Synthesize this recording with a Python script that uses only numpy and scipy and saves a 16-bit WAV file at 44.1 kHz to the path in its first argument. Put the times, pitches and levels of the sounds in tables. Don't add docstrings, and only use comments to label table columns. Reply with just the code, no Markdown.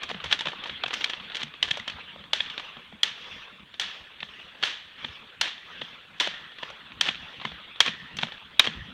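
import sys
import numpy as np
from scipy import signal
from scipy.fft import rfft, irfft, next_fast_len
from scipy.io import wavfile
from scipy.ndimage import uniform_filter1d, map_coordinates

SR = 44100
rng = np.random.default_rng(int(sys.argv[2]) if len(sys.argv) > 2 else 0)


def to_wav(s):
    ch = np.atleast_2d(s).T
    pcm = np.round(np.clip(ch, -1, 1) * 32767)
    wavfile.write(sys.argv[1], SR, pcm.astype(np.int16))


N = 393813

# start in seconds, level in dB, knock (middle tones) in dB,
# sparkle (high tones) in dB, echo level in dB, ping pitch in Hz, knock pitch in Hz.
POLE_PLANTS = [(0.3269, -16.5, 1.5, -5, -42, 3370, 1500), (0.8374, -24.5, 11, -14, -60, 3080, 750),
               (1.0431, -21.5, -8, -2.5, -46, 2270, 1430), (1.6284, -18, -4, -4, -39.5, 3040, 674),
               (2.3335, -19.5, 3, -2.5, -34.5, 3520, 610), (3.0329, -16, -7, 2.5, -33.5, 3330, 1440),
               (3.798, -25.5, 2, 4, -33, 3190, 1400), (4.6354, -20, 3.5, -8.5, -30.5, 3080, 1460),
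               (5.413, -20, 3, 4.5, -31.5, 4380, 1400), (6.2009, -21, -3.5, -2, -30, 3260, 1400),
               (7.0113, -17.5, 2, 5, -34, 3250, 1400), (7.805, -12, 4.5, 3.5, -33.5, 3140, 1224),
               (8.5958, -9, -2.5, -2.5, -35, 3840, 1160)]
# frequency in Hz, level in dB.
TIP_TONE = [(30, -29), (200, -32.5), (500, -12.5), (1000, -9.5), (2300, -2.5), (3900, -1), (4900, -8.5),
            (6000, -9.5), (7500, -21), (11500, -33.5), (15500, -44)]

def poles():
    out = np.zeros(N)
    for start, db, knock_db, sparkle_db, echo_db, ping_hz, knock_hz in POLE_PLANTS:
        pings = [(ping_hz, 260, 8), (knock_hz, 140, 7)]
        click = contact(TIP_TONE, db, knock_db, sparkle_db, pings,
                        chatter_s=0.0034, chatter=2.36, scuff_s=0.00067)
        add(out, start - LEAD_S, click)
        add(out, start, amp(echo_db) * forest_echo(far_db=-9, far_stretch=2.57, lumpiness=0.13))
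    return out


# start in seconds, level in dB, knock in dB, sparkle in dB,
# thump level in dB, ping pitch in Hz.
SKI_LANDINGS = [(0.115, -32.5, 9, 5, -52, 2220), (0.147, -37, 5, -8, -43.5, 1980),
                (0.472, -26.5, 6.5, 5, -48, 3230), (0.863, -29.5, 0, 2, -50, 2630),
                (1.433, -30, -2.5, 15, -46.5, 3640), (1.7125, -21, -10.5, 9.5, -64, 3290),
                (1.799, -35, -1, 10, -52, 2030), (2.161, -45, 18, 3, -61, 2000),
                (2.4058, -22, -7, -2, -56, 3330), (2.77, -43, 14, -5, -54, 3300),
                (2.927, -48.5, 15, 0, -55, 1990), (4.2306, -31.5, 0.5, -12, -59, 3130),
                (5.048, -29.5, 3.5, 0, -52, 3380), (5.8177, -31, 3.5, 0, -51.5, 3200),
                (6.2746, -27.5, 6.5, 10, -52, 2960), (6.633, -31, 7.5, 3, -60, 2570),
                (7.0897, -21.5, -3.5, 3, -51, 2670), (7.4532, -27.5, 9, 5.5, -44, 2080),
                (7.883, -25.5, -0.5, 2, -45, 2440), (8.2336, -23.5, 5.5, 4, -41, 3230),
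                (8.6738, -24, 4, 5.5, -40, 3320)]
# frequency in Hz, level in dB.
SKI_TONE = [(25, -28), (80, -12), (150, -1.5), (500, -5.5), (1100, -3), (2300, -0.5), (3700, 0.5),
            (4800, -20), (6300, -24), (8500, -40), (15000, -58)]
# pitch in Hz, level in dB, seconds to fade by 60 dB.
THUMP_NOTES = [(135.4, -2, 0.094), (161.5, -4.5, 0.21), (217.3, 4, 0.096), (290, -26, .07)]

def skis():
    out, t = np.zeros(N), np.arange(SR // 4) / SR
    for start, db, knock_db, sparkle_db, thump_db, ping_hz in SKI_LANDINGS:
        knock_hz = rng.uniform(380, 643)
        pings = [(ping_hz, 260, 8), (knock_hz, 90, 5)]
        slap = contact(SKI_TONE, db, knock_db, sparkle_db, pings,
                       chatter_s=0.003, chatter=1.5, scuff_s=0.003)
        add(out, start - LEAD_S, slap)
        add(out, start, amp(db - 22.5) * forest_echo(far_db=-32, far_stretch=1.9, lumpiness=0.24))
        thump = np.zeros(len(t))
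        for hz, note_db, fade_s in THUMP_NOTES:
            phase = 2 * np.pi * hz * rng.normal(1, 0.052) * t + rng.uniform(0, 2 * np.pi)
            thump += amp(note_db - 60 * t / fade_s) * np.sin(phase)
        thump *= 1 - np.exp(-t / 0.0053)
        add(out, start, amp(thump_db) * thump / np.std(thump[:SR // 30]))
        for delay_s in rng.uniform(0.012, 0.06, size=2):
            rattle = contact(SKI_TONE, db - 18.5, knock_db, -1, pings,
                             chatter_s=0.0034, chatter=1, scuff_s=0.00033)
            add(out, start + delay_s, rattle)
    return out


# start in seconds, level in dB, knock in dB, sparkle in dB.
LIGHT_TAPS = [(0.034, -31.5, 1, 12), (0.102, -34, 9, -2), (0.203, -38, 4, -13), (0.243, -33, 5.5, 12.5),
              (0.3134, -27, -0.5, 4), (0.392, -30.5, -5, 9), (0.409, -28.5, -1, 9), (0.457, -29.5, 4, 2),
              (0.485, -31.5, 1, 4), (0.533, -38, 18, -13), (0.6391, -34.5, -1.5, 5), (0.659, -35, 8, -10),
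              (0.696, -32, 0, -6), (0.8811, -36.5, 5, 11.5), (0.9078, -32.5, 3, -6), (0.932, -33, 6, 6),
              (0.939, -26.5, -3, 14.5), (1.0103, -31.5, -2, 5), (1.098, -29.5, -0.5, 8),
              (1.135, -30.5, 0.5, -3), (1.3484, -32.5, -8, 5), (1.355, -32.5, -5, 11),
              (1.369, -31.5, -9, 12), (1.4178, -33.5, -4, -3), (1.773, -34, 9, 13), (1.879, -29, .5, 8.5),
              (1.8994, -34.5, -7, 6), (1.986, -43.5, 20, -8), (2.5, -35.5, -20, 3), (2.579, -31, -1, 0),
              (2.5976, -35.5, 5, 5), (3.742, -42.5, -0.5, 1), (3.8142, -30.5, -15, 12),
              (4.2048, -37.5, -18, -4), (4.6282, -27, -2, 4), (6.208, -24.5, 5, 14), (6.586, -40.5, -5, -1),
              (6.703, -41, 9, 11), (7.415, -38, 5.5, -7), (7.812, -21.5, -4, 9), (7.863, -27, -1, 9),
              (8.1697, -38, -2, 22), (8.188, -28.5, -3.5, 2), (8.3217, -38.5, 0.5, -3),
              (8.6, -18.5, -2, -5)]
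# frequency in Hz, level in dB.
TAP_TONE = [(25, -17), (200, -3.5), (700, -2), (1200, 2), (2500, 3.5), (3800, 3), (4800, -11.5),
            (6000, -16.5), (8500, -33), (15000, -51)]

def clatter():
    out = np.zeros(N)
    for start, db, knock_db, sparkle_db in LIGHT_TAPS + stray_taps():
        ping_hz = 3100 * np.exp(rng.normal(0, 0.18))
        knock_hz = rng.uniform(453, 1250)
        pings = [(ping_hz, 280, 6), (knock_hz, 100, 7)]
        tap = contact(TAP_TONE, db, knock_db, sparkle_db, pings,
                      chatter_s=0.0058, chatter=1.87, scuff_s=0.0015)
        add(out, start - LEAD_S, tap)
        add(out, start, amp(db - 20.5) * forest_echo(far_db=-33, far_stretch=1.6, lumpiness=0.092))
    return out


def stray_taps(step_s=0.02, pack_gone_s=1.65, knock_db=1.5, sparkle_db=-8):
    times = np.arange(0, N / SR, step_s)
    chance, scatter = rng.random(len(times)), rng.standard_normal(len(times))
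    taps_per_s = np.where(times < pack_gone_s, 7, 2)
    db = at_time(GLIDE_LEVEL, times) + 4 + 2 * scatter
    return [(times[i], db[i], knock_db, sparkle_db) for i in np.flatnonzero(chance < taps_per_s * step_s)]


# pitch in Hz, width in Hz, boost in dB.
SHAFT_RINGS = [(1760, 190, 5), (3230, 970, 6), (4400, 180, 4.5)]
LEAD_S = 0.006

def contact(tone, level_db, knock_db, sparkle_db, pings, chatter_s, chatter, scuff_s):
    t = np.arange(SR // 20) / SR - LEAD_S
    pressure = np.exp(-np.abs(t) / np.where(t < 0, scuff_s, chatter_s))
    stones = pressure * rng.standard_normal(len(t)) * np.exp(0.38 * rng.standard_normal(len(t)))
    force = chatter * stones / np.linalg.norm(stones)
    force[round(LEAD_S * SR)] += 1
    broad_db = 10 * np.log10(uniform_filter1d(np.abs(rfft(force)) ** 2, size=70) + 1e-9)
    grid_hz = np.fft.rfftfreq(len(t), 1 / SR)
    tilt = [(150, 0), (550, knock_db), (1100, knock_db), (1900, 0), (4000, 0), (5800, sparkle_db)]

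    def gain_db(hz):
        struck_db = at_hz(tone, hz) + ring_db(SHAFT_RINGS, hz) + ring_db(pings, hz)
        return struck_db + at_hz(tilt, hz) - np.interp(hz, grid_hz, broad_db)

    click = shape_tone(force, gain_db)
    return amp(level_db) * click * np.sqrt(0.012 * SR) / np.linalg.norm(click)


# middle in seconds, half length in seconds, level in dB.
TIP_SKIDS = [(0.103, 0.012, -37), (0.263, 0.013, -38.5), (0.331, 0.019, -31), (0.674, .008, -38.5),
             (0.964, 0.018, -39), (1.406, .012, -36.5), (1.646, .012, -34), (1.69, 0.0085, -34),
             (4.684, 0.05, -40.5), (5.463, .023, -33), (6.248, .031, -35), (7.075, 0.022, -31),
             (7.871, 0.019, -31.5), (8.228, 0.015, -34), (8.655, 0.016, -28)]

def skids(grains_per_s=1500):
    t = np.arange(N) / SR
    pressure = sum(amp(db) * np.exp(-0.5 * ((t - middle) / half) ** 2) for middle, half, db in TIP_SKIDS)
    treble_cut = [(4000, 0.5), (6000, -6)]
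    scrape = shape_tone(grit(grains_per_s),
                        lambda hz: at_hz(TAP_TONE, hz) + ring_db(SHAFT_RINGS, hz) - at_hz(treble_cut, hz))
    return pressure * unit(scrape)


# time of full weight in seconds, seconds held, roar in dB, sizzle in dB.
SKATING_PUSHES = [(.62, .06, -45, -84), (.98, 0.043, -43, -51), (1.93, 0.047, -45.5, -73),
                  (2.5, 0.17, -43.5, -65), (3.22, 0.15, -43.5, -61), (3.92, 0.04, -46.5, -62),
                  (4.34, 0.08, -49.5, -68.5), (5.03, 0.1, -45.5, -66), (5.7, 0.19, -45.5, -67),
                  (6.33, 0.042, -45.5, -70), (6.65, 0.029, -45, -64), (7.18, 0.15, -46, -67),
                  (7.47, 0.035, -44, -74), (8, .04, -51, -69.5), (8.28, 0.052, -48.5, -72),
                  (8.74, 0.11, -48.5, -70)]
# time in seconds, level in dB.
GLIDE_LEVEL = [(0, -43.5), (.45, -44.5), (1.25, -43.5), (1.5, -48.5), (1.8, -45.5), (2.35, -54),
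               (3.7, -56.5), (4.2, -51), (6.1, -55), (7.1, -50), (8.93, -50)]
RUMBLE_LEVEL = [(0.0, -59), (0.25, -57), (3.43, -64), (6.79, -62.5), (7.19, -54), (7.68, -63),
                (8.08, -58.5), (8.45, -61.5), (8.93, -49)]
# frequency in Hz, level in dB.
ROAR_TONE = [(100, -10.5), (300, -10.5), (480, -3.5), (720, -7), (1000, -2.5), (1220, -0.5), (1450, -0.5),
             (2200, -1.5), (2700, 2), (3650, -2.5), (4300, -12), (4900, -24.5), (7000, -45.5)]
SIZZLE_TONE = [(3500, -45), (4600, 7.5), (6000, 4.5), (7500, -14), (10000, -29), (15000, -22)]
RUMBLE_TONE = [(15, -57), (28, -27), (48, -12), (75, -3.5), (105, -10), (160, -2), (210, -2.5), (290, -8.5),
               (400, -21), (800, -51.5), (2000, -100)]
# pitch in Hz, width in Hz, boost in dB.
FRAME_RINGS = [(1730, 120, 1.5), (3393, 410, 6.5)]

def wheels():
    t = np.arange(N) / SR
    roar_power, sizzle_gain = amp(at_time(GLIDE_LEVEL, t)) ** 2, np.zeros(N)
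    for full_s, hold_s, roar_db, sizzle_db in SKATING_PUSHES:
        weight = ski_load(full_s, hold_s)
        roar_power += (amp(roar_db) * weight) ** 2
        sizzle_gain += amp(sizzle_db) * weight ** 2.9
    roar_gain, bumps = np.sqrt(roar_power), wobble(90)
    roar = roar_gain * amp(1.05 * bumps) * rush(ROAR_TONE, patchy_db=3.0, rings=FRAME_RINGS)
    sizzle = sizzle_gain * amp(bumps) * rush(SIZZLE_TONE, patchy_db=3.5)
    rumble_db = at_time(RUMBLE_LEVEL, t) + 1.4 * bumps + 4.0 * wobble(20)
    rumble = amp(rumble_db) * rush(RUMBLE_TONE, patchy_db=3.5)
    stones = shape_tone(grit(grains_per_s=70), lambda hz: at_hz(SKI_TONE, hz))
    ticks = roar_gain * amp(-17.5) * unit(stones)
    return roar + sizzle + rumble + ticks


def ski_load(full_s, hold_s, rise_s=0.078, fall_db_per_s=42):
    t = np.arange(N) / SR - full_s
    rise = np.exp(-(np.minimum(t, 0) / rise_s) ** 2)
    return rise * amp(-fall_db_per_s * np.maximum(t - hold_s, 0))


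# time in seconds, level in dB.
WHIRR_LEVEL = [(3.2, -81), (4.8, -57), (6.35, -48), (7.2, -57), (8, -46), (8.93, -52)]
# frequency in Hz, level in dB.
WHIRR_TONE = [(900, -100), (1500, -27), (1790, -4), (1920, -2), (2030, -11), (2350, -31), (3500, -100)]

def whirr(delay_s=0.14):
    effort = sum(ski_load(start + delay_s, hold_s=0.04) for start, *_ in POLE_PLANTS) ** 1.3
    level_db = at_time(WHIRR_LEVEL, np.arange(N) / SR)
    return effort * amp(level_db + wobble(99)) * rush(WHIRR_TONE, patchy_db=3.0)


# frequency in Hz, level in dB.
ECHO_TONE = [(60, -26), (400, -11), (1000, -9), (1900, -4), (2400, -5), (3700, -3), (4800, -13.5),
             (6000, -12.5), (8500, -27), (15000, -45)]
# frequency in Hz, seconds to fade by 60 dB.
ECHO_FADE = [(200, 0.12), (1500, 0.31), (3300, 0.36), (6000, 0.23), (11000, 0.13)]

def forest_echo(far_db, far_stretch, lumpiness):
    freqs, times, spectrum = signal.stft(rng.standard_normal(SR), SR, nperseg=256)
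    fade_s = at_hz(ECHO_FADE, freqs)[:, None]
    near = amp(-60 * times / fade_s)
    far = amp(far_db - 60 * times / (fade_s * far_stretch))
    tail = signal.istft(spectrum * (near + far), SR, nperseg=256)[1][:SR]
    t = np.arange(len(tail)) / SR
    trunks = np.exp(lumpiness * unit(uniform_filter1d(rng.standard_normal(len(t)), size=90)))
    onset = 1 - np.exp(-t / 0.0098)
    echo = shape_tone(tail * trunks * onset, lambda hz: at_hz(ECHO_TONE, hz) + ring_db(SHAFT_RINGS, hz))
    return echo / np.std(echo[:SR // 20])


# middle in seconds, half length in seconds, level in dB.
AIR_PUFFS = [(.265, 0.028, -46), (.482, .015, -53), (1.677, 0.019, -47), (1.803, 0.014, -50),
             (1.946, .02, -51), (4.018, .015, -52), (5.103, .02, -51), (7.218, .018, -51),
             (8.81, 0.04, -39)]
# frequency in Hz, level in dB.
PUFF_TONE = [(15, -36), (35, -13), (55, -2), (95, -0.5), (150, -8), (240, -26), (700, -90)]
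HISS_TONE = [(25, -23), (100, 3), (1000, 5), (6000, 7.5), (9500, 4), (10400, -3), (11500, 1.5), (16000, -4)]

def air():
    t = np.arange(N) / SR
    swell = sum(amp(db) * np.exp(-((t - middle) / half) ** 2) for middle, half, db in AIR_PUFFS)
    return swell * rush(PUFF_TONE, patchy_db=0.5) + amp(-74) * rush(HISS_TONE, patchy_db=2.5)


def amp(db):
    return 10 ** (np.asarray(db) / 20)


def unit(x):
    return x / np.sqrt(np.mean(x ** 2) + 1e-20)


def at_time(points, t):
    return np.interp(t, *np.transpose(points))


def at_hz(points, hz):
    freqs, values = np.transpose(points)
    return np.interp(np.log(hz + 1), np.log(freqs + 1), values)


def ring_db(rings, hz):
    return sum(db / (1 + (2 * (hz - centre) / width) ** 2) for centre, width, db in rings)


def add(track, start_s, sound):
    first = max(0, round(start_s * SR))
    part = track[first:first + len(sound)]
    part += sound[:len(part)]


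def grit(grains_per_s):
    return rng.standard_normal(N) * (rng.random(N) < grains_per_s / SR)


def wobble(rate):
    return map_coordinates(rng.standard_normal(int(N * rate / SR) + 4), [np.arange(N) * rate / SR])


def shape_tone(x, gain_db):
    size = 2 * next_fast_len(len(x) // 2 + 2048)
    cepstrum = irfft(np.log(amp(gain_db(np.fft.rfftfreq(size, 1 / SR)))), size)
    cepstrum[1:size // 2] *= 2
    cepstrum[size // 2 + 1:] = 0
    return irfft(rfft(x, size) * np.exp(rfft(cepstrum)), size)[:len(x)]


def rush(tone, patchy_db, rings=()):
    spectrum = signal.stft(rng.standard_normal(N), nperseg=512)[2]
    patches = uniform_filter1d(rng.standard_normal(spectrum.shape), size=5, axis=0)
    patches = uniform_filter1d(patches, size=7, axis=1)
    noise = signal.istft(spectrum * amp(patchy_db * unit(patches)), nperseg=512)[1][:N]
    return unit(shape_tone(noise, lambda hz: at_hz(tone, hz) + ring_db(rings, hz)))


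def scene():
    return (poles() + skis() + clatter() + skids() + wheels() + whirr() + air())[None]


def record(dry):
    squashed = dry / (1 + np.abs(dry) ** 6) ** (1 / 6)
    size = next_fast_len(N + SR // 2)
    passband = np.fft.rfftfreq(size, 1 / SR) < 16100
    return irfft(rfft(squashed, size) * passband, size)[..., :N]


dry = scene()
out = record(dry)
to_wav(out)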